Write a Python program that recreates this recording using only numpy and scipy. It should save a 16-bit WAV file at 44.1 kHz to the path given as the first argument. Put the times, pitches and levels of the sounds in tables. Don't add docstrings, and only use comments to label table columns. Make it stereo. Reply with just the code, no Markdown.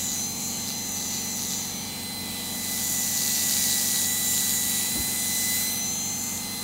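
import sys
import numpy as np
from scipy import signal
from scipy.fft import rfft, irfft
from scipy.io import wavfile
from scipy.ndimage import uniform_filter1d

SR = 44100
rng = np.random.default_rng(int(sys.argv[2]) if len(sys.argv) > 2 else 0)


def log_audio(samples):
    frames = np.atleast_2d(samples).T
    limited = np.clip(frames, -1, 1)
    pcm = np.round(limited * 32767).astype(np.int16)
    wavfile.write(sys.argv[1], SR, pcm)


N = 292383
T = np.arange(N) / SR

VANES, GEAR = 6, 4.75
OUTWARD, RETURN, SLIP = .315, .835, .14

# (t/s, level/dB)
EXHAUST = [(0.0, -39), (0.59, -40.5), (1.57, -39), (1.75, -42), (2.64, -35), (2.71, -33.5), (3.65, -30),
           (4.23, -31), (4.38, -30.5), (5.1, -32), (5.61, -30), (5.96, -40), (6.41, -37.5), (6.63, -38)]
# (t/s, level/dB)
RINGING = [(0.0, -31.5), (0.15, -31.5), (0.33, -39.5), (0.42, -33.5), (0.7, -38), (1.57, -33.5),
           (1.81, -44), (2.21, -48), (2.53, -40), (2.92, -29.5), (4.03, -29.5), (4.15, -31), (4.36, -27.5),
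           (4.74, -30), (5.04, -34.5), (5.58, -32), (5.78, -42.5), (5.85, -36), (6.37, -33.5),
           (6.44, -43.5), (6.63, -43)]
# (f/Hz, relative level/dB per Hz)
KNOCK = [(1000, -20.5), (2300, -18), (3300, -15.5), (4100, 1), (4800, 0.5), (5600, -5.5), (7000, -3),
         (10000, -29)]


def amp(db):
    return 10 ** (np.asarray(db) / 20)


def unit(x):
    return x / np.sqrt(np.mean(x ** 2) + 1e-20)


def curve(rows):
    s, value = np.transpose(rows)
    return np.interp(T, s, value)


def swing(rows):
    db = curve(rows)
    return db - db.mean()


def colour(points, hz):
    f, db = np.transpose(points)
    return amp(np.interp(np.log(hz + 1), np.log(f), db))


def wander(hz):
    count = N // 32 + 2
    f = np.fft.rfftfreq(count, 32 / SR)
    slow = irfft(rfft(rng.standard_normal(count)) / (1 + (f / hz) ** 4))
    return unit(np.interp(np.arange(N) / 32, np.arange(len(slow)), slow))


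def ring(x, points):
    log_gain = np.log(colour(points, abs(np.fft.fftfreq(2048, 1 / SR))))
    response = np.fft.ifft(np.exp(np.conj(signal.hilbert(log_gain)))).real
    return signal.oaconvolve(x, response / np.linalg.norm(response))[:N]


def noise(points, patchy_db, size=1024):
    hz = np.fft.rfftfreq(size, 1 / SR)
    a, b, patches = rng.standard_normal((3, N * 4 // size + 5, len(hz)))
    patches = uniform_filter1d(patches, size=40, axis=0)
    patches = unit(uniform_filter1d(patches, size=10, axis=1))
    z = (a + 1j * b) * colour(points, hz) * amp(patchy_db * patches)
    sound = signal.istft(z.T, nperseg=size, noverlap=size * 3 // 4)[1][:N]
    return sound * np.sqrt(1.5 * SR / size)


def tone(turns, db, waver):
    carrier = np.exp(2j * np.pi * (turns + rng.random()))
    fading = 1 + waver * (wander(hz=8.3) + 1j * wander(hz=20))
    fading = fading / np.sqrt(1 + 2 * waver ** 2)
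    return np.sqrt(2) * amp(db) * (carrier * fading).real


def ventilation():
    # (f/Hz, level/dB per Hz)
    room_points = [(25, -100), (45, -92), (60, -73.5), (110, -82), (142, -64.5), (175, -72.5), (270, -77),
                   (350, -77.5), (460, -78.5), (570, -78.5), (830, -79), (1020, -83), (1220, -78.5),
                   (1450, -87), (8000, -89.5)]
    return amp(0.4) * noise(room_points, patchy_db=1.35, size=4096)


def mains_hum():
    # (f/Hz, level/dB)
    hum_partials = [(100, -57), (150, -64), (200, -53.5), (300, -90.5)]
    return amp(-2.0) * sum(tone(hz * T, db, waver=.05) for hz, db in hum_partials)


def pump():
    # (order of the shaft speed, level/dB)
    shaft_orders = [(2, -59.5), (3, -69), (4, -48.5), (5, -64.5), (6, -56.5), (7, -63), (8, -45), (9, -47),
                    (10, -43.5), (11, -50.5), (12, -52.5), (13, -56), (14, -64.5), (15, -78.5), (16, -59.5),
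                    (17, -65), (18, -67.5), (19, -59.5), (20, -63.5), (21, -56.5), (22, -64), (29, -60.5),
                    (30, -71), (32, -61), (33, -54.5), (34, -58.5), (35, -54), (36, -58.5), (37, -64),
                    (39, -54), (40, -84), (43, -65)]
    shaft_hz = 23.383
    turns = shaft_hz * T + 0.0023 * wander(hz=2.1)
    return amp(-1.15) * sum(tone(k * turns, db, waver=0.17) for k, db in shaft_orders)


def bumps():
    # (start t/s, level/dB, decay/s)
    bump_rows = [(2.27, -43, .08), (4.95, -30, 0.041), (4.98, -42, .03)]
    # (f/Hz, relative level/dB per Hz)
    thud_points = [(30, -23), (60, 0), (100, -4), (170, -7), (300, -4.5), (420, -16), (1000, -19.5),
                   (2500, -50)]
    push = np.zeros(N)
    for start, db, decay in bump_rows:
        swell = np.clip((T - start) / 0.011, 0, 1)
        push += amp(db) * swell * np.exp(-np.maximum(T - start, 0) / decay)
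    return ring(push * rng.standard_normal(N), thud_points)


def escaping_air():
    # (f/Hz, relative level/dB per Hz)
    air_points = [(1000, -23.5), (2000, -8.5), (2750, -18.5), (3400, -7.5), (6000, -3), (7700, -0.5),
                  (8400, 2), (9300, 1), (10000, 0.5), (11000, -1.5), (12300, -1), (13500, -0.5),
                  (16000, -3)]
    return amp(-33.5 + 1.34 * swing(EXHAUST)) * unit(noise(air_points, patchy_db=1.5))


def ringing_housing():
    # (f/Hz, relative level/dB per Hz)
    housing_points = [(4500, -46), (5600, -15.5), (6200, -1.5), (7000, 4.5), (7600, -2), (8200, -9.5),
                      (9500, -40)]
    level_db = -38.5 + 0.89 * swing(RINGING) + 0.076 * swing(EXHAUST)
    return amp(level_db) * unit(noise(housing_points, patchy_db=-1.0))


def rubbing_cup(turns, knock):
    # (f/Hz, relative level/dB per Hz)
    rub_points = [(800, -57), (1500, -11), (2200, -4.5), (3000, -4), (3600, -2), (4100, -2.5), (4900, -3),
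                  (5600, -7), (6400, -11.5), (8000, -43)]
    on_teeth_s, lifted_db = (0.5, 5.8), -1.5
    lifted = 1. * ((T < on_teeth_s[0]) | (T > on_teeth_s[1]))
    lifted = uniform_filter1d(lifted, size=SR // 10)
    rub_db = -41.5 + 0.076 * swing(RINGING) + lifted_db * lifted
    rub = amp(rub_db) * unit(noise(rub_points, patchy_db=2.5))
    scrape = amp(-3.5 + 0.87 * swing(EXHAUST)) * knock * unit(noise(KNOCK, patchy_db=-3.0))
    stroke = 1 + 0.12 * np.cos(4 * np.pi * (turns / GEAR - OUTWARD))
    return (rub + scrape) * stroke


def pressing():
    # (start t/s, length/s, knock level/dB, tick level/dB, slip as a share of the knock 0-1)
    presses = [(.07, 0.067, -40.5, -55, .1), (0.667, 0.04, -37, -40, .1), (0.945, 0.11, -42, -49, .1),
               (1.09, .08, -38.5, -49, .1), (1.356, 0.095, -40, -44, 0.2), (1.485, 0.072, -39.5, -54, 0),
               (2.62, .36, -44.5, -42, .2), (2.995, .15, -41, -52, 0.5), (3.155, 0.28, -36.5, -48, 0.9),
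               (3.478, 0.275, -35, -37.5, 0.75), (3.768, .28, -38.5, -39, 1), (4.31, .22, -42, -35.5, 0.2),
               (4.605, 0.25, -42.5, -39, 0), (5.28, 0.22, -49, -51, .2), (5.71, 0.082, -56, -38, .1)]
    grip_s, release_s = .015, .02
    knock, tick, slip = np.zeros((3, N))
    for start, length, knock_db, tick_db, slip_share in presses:
        build_up = np.clip((T - start) / grip_s, 0, 1)
        held = build_up * np.exp(-np.maximum(T - start - length, 0) / release_s)
        knock += amp(knock_db) * held
        tick += amp(tick_db) * held
        slip += amp(knock_db) * slip_share * held
    return knock, tick, slip


def impacts(cycles, place, scatter, uneven_db):
    count = np.arange(int(cycles[-1]))
    late, size = rng.standard_normal((600, 2))[:len(count)].T
    at = np.interp(count + place + scatter * late, cycles, np.arange(N)).astype(int)
    train = np.zeros(N)
    train[at] = unit(amp(uneven_db * np.clip(size, -2, 1))) * np.sqrt(N / len(count))
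    return train


def rattle(x, decay_s, share):
    t = np.arange(SR // 40) / SR
    tail = rng.standard_normal(len(t)) * np.exp(-t / decay_s)
    chatter = signal.oaconvolve(x ** 2, tail ** 2 / np.sum(tail ** 2))[:N]
    return np.sqrt(1 - share) * x + np.sqrt(share * abs(chatter)) * rng.standard_normal(N)


def gear_ticks(cycles, tick):
    # (f/Hz, relative level/dB per Hz)
    tick_points = [(800, -33), (2300, -5), (4000, -0.5), (6500, -12.5), (8000, 1.5), (10500, 3),
                   (12500, 2.5), (14300, 0.5), (16000, 1)]
    idle = amp(-46.5 + 0.37 * swing(RINGING))
    outward = np.hypot(idle, tick)
    back = np.hypot(amp(2.8) * idle, amp(-4.5) * tick)
    blows = sum(strength * impacts(cycles, place, scatter=.012, uneven_db=3.0)
                for place, strength in [(OUTWARD, outward), (RETURN, back)])
    return amp(2.0) * ring(rattle(blows, decay_s=.0008, share=.6), tick_points)


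def head_knocks(cycles, knock, slip):
    blows = sum(strength * impacts(cycles, place, scatter=.01, uneven_db=-1.5)
                for place, strength in [(OUTWARD, knock), (RETURN, amp(-9.5) * knock), (SLIP, slip)])
    return amp(-0.09 * swing(EXHAUST)) * ring(rattle(blows, decay_s=0.00062, share=0.31), KNOCK)


def fade(multiple):
    # (middle t/s, half width/s, multiple of the vane rate, change/dB)
    fades = [(.23, 0.058, 3, 6), (.38, .17, 1, -16), (1.48, 0.14, 2, -4.5), (1.75, 0.073, 1, -15),
             (2.86, .16, 3, 2), (2.0, .09, 4, 5), (3.17, 0.47, 2, -6.5), (3.85, 0.1, 2, -3.5),
             (5.42, 0.33, 4, 8), (5.48, 0.18, 1, 3.5), (5.65, 0.21, 2, 2), (6.31, 0.13, 2, -6.5),
             (6.55, 0.14, 2, 1)]
    return sum(db * np.exp(-((T - s) / width) ** 4)
               for s, width, k, db in fades if k == multiple)


def vane_whine(turns):
    # (multiple of the vane rate, level/dB, change/dB per dB of exhaust, change/dB per dB of ringing)
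    partials = [(1, -46.5, 1.07, -0.1), (2, -39, 0.32, 0.03), (4, -50.5, .6, -.35)]
    # (t/s, level/dB)
    shrill_rows = [(0.0, -38), (1.3, -36.5), (1.84, -40), (1.98, -60), (2.24, -55), (2.74, -43),
                   (3.1, -35.5), (3.98, -38), (4.18, -50), (4.42, -38), (4.52, -52), (4.8, -41), (4.9, -58),
                   (5.2, -39.5), (5.42, -37.7), (5.54, -51), (5.64, -35.5), (5.9, -31.2), (6.36, -37.5),
                   (6.62, -49)]
    exhaust, ringing = swing(EXHAUST), swing(RINGING)
    whine = tone(3 * VANES * turns, curve(shrill_rows) + fade(3), waver=.1)
    for k, db, by_exhaust, by_ringing in partials:
        level_db = db + by_exhaust * exhaust + by_ringing * ringing + fade(k)
        whine = whine + tone(VANES * k * turns, level_db, waver=0.13)
    return whine


def vane_buzz(turns):
    # (order of the rotor speed, relative level/dB)
    buzz_orders = [(14, -43), (16, -24), (17, -17), (19, -14), (20, -10), (21, -6), (22, -7), (23, -9.5),
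                   (26, -39), (30, -15.5), (32, -23), (34, -29), (36, -17), (41, -19), (42, -19)]
    middle_order, tilt_slope = 21, .4
    exhaust = swing(EXHAUST)
    buzz = 0
    for k, db in buzz_orders:
        above = k - middle_order
        tilt = tilt_slope * above * np.exp(-(above / 3) ** 2)
        buzz = buzz + tone(k * turns, db + tilt * (exhaust - 2.5), waver=0.38)
    return amp(-37.5 + 1.12 * swing(RINGING) - .2 * exhaust) * buzz


def rotor_turns():
    # (t/s, f/Hz)
    pitch = [(0, 2013), (.12, 2001), (.25, 2048), (.57, 2054), (.69, 2033), (.88, 2036), (1.11, 2013),
             (1.17, 2013), (1.21, 2027), (1.26, 2015), (1.3, 2032), (1.35, 2029), (1.38, 2010),
             (1.52, 2006), (1.6, 2032), (2.2, 2030), (2.31, 2003), (2.66, 2010), (2.94, 1986), (3.26, 1976),
             (3.98, 1960), (4.13, 1982), (4.42, 1972), (4.52, 1987), (4.62, 1970), (4.8, 1968),
             (4.96, 2021), (5.5, 2012), (5.86, 2035), (5.94, 2060), (6.39, 2065), (6.45, 2045),
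             (6.63, 2041)]
    return np.cumsum(curve(pitch)) / VANES / SR + 0.001 * wander(hz=45.2)


def scene():
    turns = rotor_turns()
    cycles = turns / GEAR
    knock, tick, slip = pressing()
    background = ventilation() + mains_hum() + pump() + bumps()
    air = escaping_air() + ringing_housing()
    cup = rubbing_cup(turns, knock) + gear_ticks(cycles, tick) + head_knocks(cycles, knock, slip)
    mono = background + air + cup + vane_whine(turns) + vane_buzz(turns)
    return np.array([mono, mono])


def record(dry):
    edge_hz = 15760
    low_pass = signal.firwin(1023, edge_hz, window=("kaiser", 9), fs=SR)
    return signal.oaconvolve(dry, low_pass[None], "same", axes=1)


dry = scene()
out = record(dry)
log_audio(out)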